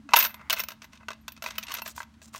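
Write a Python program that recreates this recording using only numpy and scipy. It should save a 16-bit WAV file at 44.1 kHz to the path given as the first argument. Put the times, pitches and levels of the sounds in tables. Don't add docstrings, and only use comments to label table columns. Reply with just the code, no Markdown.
import sys
import numpy as np
from scipy import signal
from scipy.fft import rfft, irfft
from scipy.io import wavfile
from scipy.ndimage import map_coordinates

SR = 44100
rng = np.random.default_rng(int(sys.argv[2]) if len(sys.argv) > 2 else 0)


def to_wav(s):
    ch = np.atleast_2d(s).T
    pcm = np.round(np.clip(ch, -1, 1) * 32767)
    wavfile.write(sys.argv[1], SR, pcm.astype(np.int16))


N = 105531


def contacts(bodies):
    # (time [s], plastic knock [dB], clack [dB], metal [dB])
    hits = [(0.09, -33.5, -44.5, -79), (0.12, -34, -59, -66), (0.1354, -18.5, -12.5, -34),
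            (.1385, -13.5, -15, -23.5), (0.158, -45, -20, -25), (0.1625, -29, -14, -13),
            (.169, -18, -17, -10), (.1738, -24, -23, -26), (0.1882, -34, -24, -12.5),
            (0.1968, -39, -23.5, -33), (.2038, -30, -18, -27), (0.2103, -28, -25, -36.5),
            (.2257, -31.5, -24, -25), (.2405, -27.5, -25, -25), (.258, -26.5, -40, -21),
            (.267, -42, -45, -50), (0.3426, -39.5, -38.5, -36.5), (0.4978, -25.5, -20, -23),
            (0.5044, -25.5, -16.5, -35), (0.5269, -30.5, -26.5, -22), (0.5299, -27, -25.5, -32),
            (.536, -32, -34, -44), (0.5858, -33.5, -32, -31), (.594, -34, -36, -29),
            (0.6021, -48, -27.5, -23.5), (0.6362, -34.5, -31, -32.5), (0.6855, -38.5, -31, -31.5),
            (.718, -41.5, -39, -58), (0.8192, -43, -40.5, -64), (.843, -46.5, -45, -48),
            (0.9738, -62, -49.5, -77.5), (1.0841, -29.5, -32, -48.5), (1.1045, -31.5, -36, -53),
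            (1.1154, -36, -41.5, -55), (1.1314, -46, -42, -60), (1.2806, -33, -31, -36.5),
            (1.3205, -60.5, -44, -37.5), (1.365, -53.5, -47.5, -65), (1.3757, -48, -49, -65),
            (1.4225, -34, -32, -43), (1.4397, -32.5, -34.5, -41), (1.4613, -28.5, -31, -49),
            (1.5066, -35.5, -33, -48), (1.582, -33.5, -25.5, -30), (1.628, -62, -33.5, -62),
            (1.6348, -47, -34.5, -37), (1.668, -64, -37, -60), (1.683, -43, -34.5, -60),
            (1.7182, -38, -30.5, -35), (1.74, -32.5, -33.5, -23.5), (1.7505, -46, -32, -33.5),
            (1.7703, -43, -34, -44), (1.785, -37, -33, -53), (1.819, -36, -37, -36),
            (1.8605, -33.5, -33, -52), (1.877, -54, -35.5, -30), (1.9623, -48, -61, -41),
            (1.979, -36, -40.5, -45), (2.0029, -31, -40.5, -55), (2.018, -45, -44, -52.5),
            (2.03, -40.5, -42, -50.5), (2.14, -64.5, -59.5, -75), (2.217, -47.5, -48, -60.5),
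            (2.348, -40, -46.5, -61.5), (2.359, -45, -36.5, -43.5)]
    out = np.zeros(N)
    for (time, *levels), *parts in zip(hits, *touches(bodies, count=len(hits))):
        add(out, time, from_db(levels) @ chatter(np.array(parts)))
    return out


def chatter(parts, mean_hop_s=.0013, hop_loss_db=9):
    gaps = .5 + rng.random(3)
    lags = (mean_hop_s * SR * (np.cumsum(gaps) - gaps[0])).astype(int)
    out = np.zeros_like(parts)
    for hop, lag in enumerate(lags):
        out[:, lag:] += from_db(-hop_loss_db * hop) * parts[:, :parts.shape[1] - lag]
    return out * parts.std(axis=1, keepdims=True) / out.std(axis=1, keepdims=True)


def body_modes():
    # (frequency [Hz], level [dB], t60 [s])
    box_modes = [(440, -13, 0.033), (649, -3, 0.029), (826, -9, 0.018), (950.4, -4, 0.041),
                 (1042.6, -3, 0.04), (1140, -1, 0.02), (1233, -4, 0.022), (1350, -1, 0.033),
                 (1498, -3, 0.044), (1630, -2, 0.034), (1935, -1.5, 0.0087), (2038, -2.5, 0.03),
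                 (2600, -4.5, 0.042)]
    # (frequency [Hz], level [dB])
    clack_colour = [(1750, -1.5), (2300, 1), (2600, 4), (3100, 1.5), (3700, 1.5), (4900, -3), (6200, -0.5),
                    (7400, -10.5), (9000, -11), (11000, -24)]
    # (frequency [Hz], level [dB])
    tick_colour = [(7000, -16), (10500, -6.5), (12000, -3), (13300, 5.5), (14400, -4), (15800, -8.5)]
    # (frequency [Hz], level [dB], t60 [s])
    charm_modes = [(11900, -1.5, 0.078), (12700, -4.5, 0.083), (12500, -3.5, 0.082), (13240, -2.5, .06),
                   (13650, -5, .07), (14965, -8.5, .08), (15500, -1, .06)]
    clack_modes = dense_modes(clack_colour, mean_t60_s=.025, count=320)
    tick_modes = dense_modes(tick_colour, mean_t60_s=.016, count=160)
    return box_modes, clack_modes, tick_modes, charm_modes


def dense_modes(colour, mean_t60_s, count):
    low_hz, high_hz = colour[0][0], colour[-1][0]
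    hz = low_hz + (high_hz - low_hz) * (np.arange(count) + rng.random(count)) / count
    return np.column_stack([hz, at_hz(colour, hz), mean_t60_s * (.5 + rng.random(count))])


def touches(bodies, count):
    box_modes, *heap_modes = bodies
    knock = blows(box_modes, count, spread_db=3.5)
    clack, tick, ring = (blows(modes, count, spread_db=1.5) for modes in heap_modes)
    clack = detuned(clack)
    metal = from_db(-7) * tick + from_db(-13) * detuned(ring)
    return from_db(-3.5) * knock, from_db(-3) * clack, metal


def blows(modes, count, spread_db, rise_s=.00026):
    hz, db, t60 = np.transpose(modes)[:, :, None]
    t = np.arange(int(np.clip(t60.max(), .02, .4) * SR)) / SR
    rings = from_db(db - 60 * t / t60) * (1 - np.exp(-t / rise_s)) * np.sin(2 * np.pi * hz * t)
    chance = rng.standard_normal((count, 2, len(modes)))
    strengths = np.sign(chance[:, 0]) * from_db(spread_db * chance[:, 1])
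    out = strengths @ rings
    out /= out[:, t < .003].std(axis=1, keepdims=True)
    return np.pad(out, [(0, 0), (0, SR // 2 - len(t))])


def detuned(sounds, pitch_spread=.022):
    samples = np.arange(sounds.shape[1])
    speeds = np.exp(pitch_spread * rng.uniform(-1.1, 1, len(sounds)))
    return np.array([map_coordinates(sound, [samples * speed], order=3)
                     for sound, speed in zip(sounds, speeds)])


def landings(t60_s=.028, rise_s=.0011):
    # (time [s], lower mode [dB], lower mode [Hz], upper mode [dB], upper mode [Hz])
    flat_landings = [(.135, -4, 1094, -9.5, 2593), (0.1397, 0, 929, -13, 2940),
                     (.1622, -11.5, 2690, -12, 3520), (0.168, -14, 1308, -21, 2660),
                     (0.1866, -16.5, 2610, -20, 2910), (0.1973, -23, 1090, -35, 4530),
                     (0.2253, -24, 2100, -17, 2660), (0.5043, -25, 2700, -13, 2960),
                     (0.528, -25.5, 1490, -19, 4300), (0.571, -29, 2090, -28, 2570),
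                     (.5945, -24.5, 2060, -23, 2580), (0.602, -24, 2625, -24, 5550),
                     (1.0855, -34, 1320, -28, 2750), (1.2794, -34.5, 1515, -38, 2533),
                     (1.4612, -23, 1007, -23, 2500), (1.5819, -24.5, 1290, -24, 3010),
                     (1.706, -27, 1140, -37, 2930), (1.7185, -30, 1080, -28, 2974),
                     (1.819, -29.5, 925, -27.5, 2670), (1.978, -28, 980, -34, 1514),
                     (2.003, -29.5, 957, -25, 1593), (2.347, -27, 1106, -47, 2610)]
    out = np.zeros(N)
    for time, low_db, low_hz, high_db, high_hz in flat_landings:
        add(out, time, note(low_db, low_hz, t60_s, rise_s) + note(high_db, high_hz, t60_s, rise_s))
    return out


def pings():
    # (time [s], level [dB], pitch [Hz], t60 [s])
    free_rings = [(.164, -18.5, 12750, .06), (.164, -21.5, 12260, 0.12), (0.187, -11.5, 13200, 0.08),
                  (.188, -18, 13700, .12), (.19, -21, 15400, .16), (.2255, -21, 11958, 0.16),
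                  (0.2275, -22, 13660, .15), (.498, -45, 12770, 0.089), (.5275, -18.5, 13800, 0.033),
                  (.5275, -20, 15590, .05), (0.594, -23, 14950, .05), (.603, -33, 12050, 0.12),
                  (.6365, -27, 15000, 0.045), (1.211, -61.5, 11940, 0.072), (1.4242, -42.5, 12600, 0.14),
                  (1.4242, -47, 14965, 0.098), (1.581, -23, 15100, 0.032), (1.74, -36, 13000, 0.025),
                  (1.819, -36, 12670, 0.094), (1.82, -46, 14900, .11)]
    out = np.zeros(N)
    for time, db, hz, t60_s in free_rings:
        add(out, time, note(db, hz, t60_s, rise_s=.00069))
    return out


def note(db, hz, t60_s, rise_s):
    t = np.arange(SR // 3) / SR
    return from_db(db - 60 * t / t60_s) * (1 - np.exp(-(t / rise_s) ** 2)) * np.sin(2 * np.pi * hz * t)


def slides(bodies, touches_per_s=400, spread_db=5.5):
    # (start [s], length [s], plastic knock [dB], clack [dB], metal [dB])
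    runs = [(0.098, 0.035, -49, -55.5, -68), (0.163, 0.05, -33, -33, -35), (0.215, .055, -35, -33, -36),
            (0.271, 0.04, -50.5, -63, -55), (0.39, 0.027, -50, -65.5, -85),
            (0.503, 0.041, -37, -36.5, -41.5), (0.559, 0.059, -40, -40, -48),
            (0.681, 0.057, -51.5, -53.5, -57.5), (0.82, .03, -55.5, -55, -66),
            (0.919, 0.046, -58, -57, -75), (0.997, .04, -55.5, -72.5, -88.5), (1.427, 0.063, -46, -46, -55),
            (1.483, 0.21, -59, -55.5, -69), (1.678, 0.12, -44.5, -45.5, -58.5),
            (1.85, 0.038, -47, -49.5, -54), (2.332, 0.053, -53, -53.5, -61)]
    out = np.zeros(N)
    stock = touches(bodies, count=96)
    for (start, length, *levels), chance in zip(runs, rng.random((len(runs), 256, 3))):
        count = int(np.clip(length * touches_per_s, 3, len(chance)))
        jitter, softness, choice = chance[:count].T
        times = start + length * (np.arange(count) + jitter) / count
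        gains = from_db(-spread_db * np.log(np.maximum(softness, .03)))
        for db, sounds in zip(levels, stock):
            rattle = np.zeros(N)
            for time, gain, pick in zip(times, gains, (choice * len(sounds)).astype(int)):
                add(rattle, time, gain * sounds[pick])
            rattle_rms = np.sqrt(np.sum(rattle ** 2) / (length * SR) + 1e-20)
            out += from_db(db) * rattle / rattle_rms
    return out


def scrapes():
    # (start [s], length [s], level [dB])
    strokes = [(1.844, 0.09, -47), (1.944, 0.085, -50), (2.212, 0.059, -55), (2.269, 0.032, -59.5),
               (2.323, 0.079, -51.5)]
    # (frequency [Hz], level [dB])
    colour = [(2500, -5.5), (5000, -0.5), (7000, 4), (9000, -1.5), (11000, -14), (15000, -10)]
    return friction(strokes, colour)


def rubs():
    # (start [s], length [s], level [dB])
    strokes = [(.28, 0.32, -56), (1.47, 0.33, -55)]
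    # (frequency [Hz], level [dB])
    colour = [(600, -15), (930, 4), (1800, -4), (2080, 7), (2400, -8.5), (6000, -31.5)]
    return friction(strokes, colour)


def friction(strokes, colour, grit_db=3.5, grit_hz=347):
    grit = from_db(grit_db * rms_one(low_pass(rng.standard_normal(N), grit_hz)))
    envelope = np.zeros(N)
    for start, length, db in strokes:
        add(envelope, start, from_db(db) * signal.windows.tukey(int(length * SR), .5))
    return envelope * rms_one(coloured(grit * rng.standard_normal(N), colour))


def room_tail(sound, t60_s=.25, delay_s=.0033, level_db=-11.5):
    # (frequency [Hz], level [dB])
    colour = [(450, -4), (640, 4), (800, -2.5), (1400, -5), (2100, -3.5), (4000, -3.5), (14000, -21)]
    t = np.arange(SR // 2) / SR
    tail = rng.standard_normal(len(t)) * from_db(-60 * t / t60_s) * (t > delay_s)
    tail = coloured(tail / np.sqrt(np.sum(tail ** 2)), colour)
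    return from_db(level_db) * signal.fftconvolve(sound, tail)[:N]


def room_air(level_db=-59):
    # (frequency [Hz], relative level [dB])
    colour = [(25, -25), (60, 0), (120, -5.5), (260, -5), (420, -27.5), (600, -26), (1000, -19),
              (2000, -25), (6500, -33.5), (10000, -41), (15000, -47.5)]
    return from_db(level_db) * rms_one(coloured(rng.standard_normal(N), colour))


def hum(waver_depth=.5, waver_hz=9.9):
    # (frequency [Hz], level [dB])
    tones = [(74.5, -63), (221, -59)]
    out = np.zeros(N)
    for hz, db in tones:
        phase = 2 * np.pi * hz * np.arange(N) / SR
        swell, drift = (waver_depth * rms_one(low_pass(rng.standard_normal(N + SR), waver_hz)[SR:])
                        for _ in range(2))
        out += from_db(db) * ((1 + swell) * np.sin(phase) + drift * np.cos(phase))
    return out


def low_tone():
    # (time [s], pitch [Hz], level [dB])
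    course = [(0, 248, -45), (0.029, 240, -78), (0.061, 300, -47.5), (.08, 265, -48), (0.109, 234, -62)]
    times, hz, db = np.transpose(course)
    t = np.arange(N) / SR
    phase = 2 * np.pi * np.cumsum(np.interp(t, times, hz)) / SR
    return np.interp(t, times, from_db(db), right=0) * np.sin(phase)


def from_db(db):
    return 10 ** (np.asarray(db) / 20)


def rms_one(x):
    return x / np.sqrt(np.mean(x ** 2) + 1e-20)


def at_hz(colour, hz):
    points_hz, db = np.transpose(colour)
    return np.interp(np.log(hz + 1e-6), np.log(points_hz), db)


def coloured(x, colour):
    hz = np.arange(len(x) // 2 + 1) * SR / len(x)
    return irfft(rfft(x) * from_db(at_hz(colour, hz)), len(x))


def low_pass(x, hz):
    return signal.sosfilt(signal.butter(2, hz, fs=SR, output="sos"), x)


def add(out, time, sound):
    start = int(np.clip(time * SR, 0, N))
    out[start:start + len(sound)] += sound[:N - start]


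def scene(box_low_cut_hz=230):
    bodies = body_modes()
    box = contacts(bodies) + slides(bodies) + landings() + pings() + scrapes() + rubs()
    box = signal.sosfilt(signal.butter(2, box_low_cut_hz, "high", fs=SR, output="sos"), box)
    return (box + room_tail(box) + room_air() + hum() + low_tone())[None]


def record(dry, low_cut_hz=38, ceiling=.68, high_cut_hz=15850):
    no_rumble = signal.sosfilt(signal.butter(3, low_cut_hz, "high", fs=SR, output="sos"), dry)
    rounded = no_rumble / (1 + (no_rumble / ceiling) ** 6) ** (1 / 6)
    return signal.sosfilt(signal.ellip(10, .2, 80, high_cut_hz, fs=SR, output="sos"), rounded)


dry = scene()
out = record(dry)
to_wav(out)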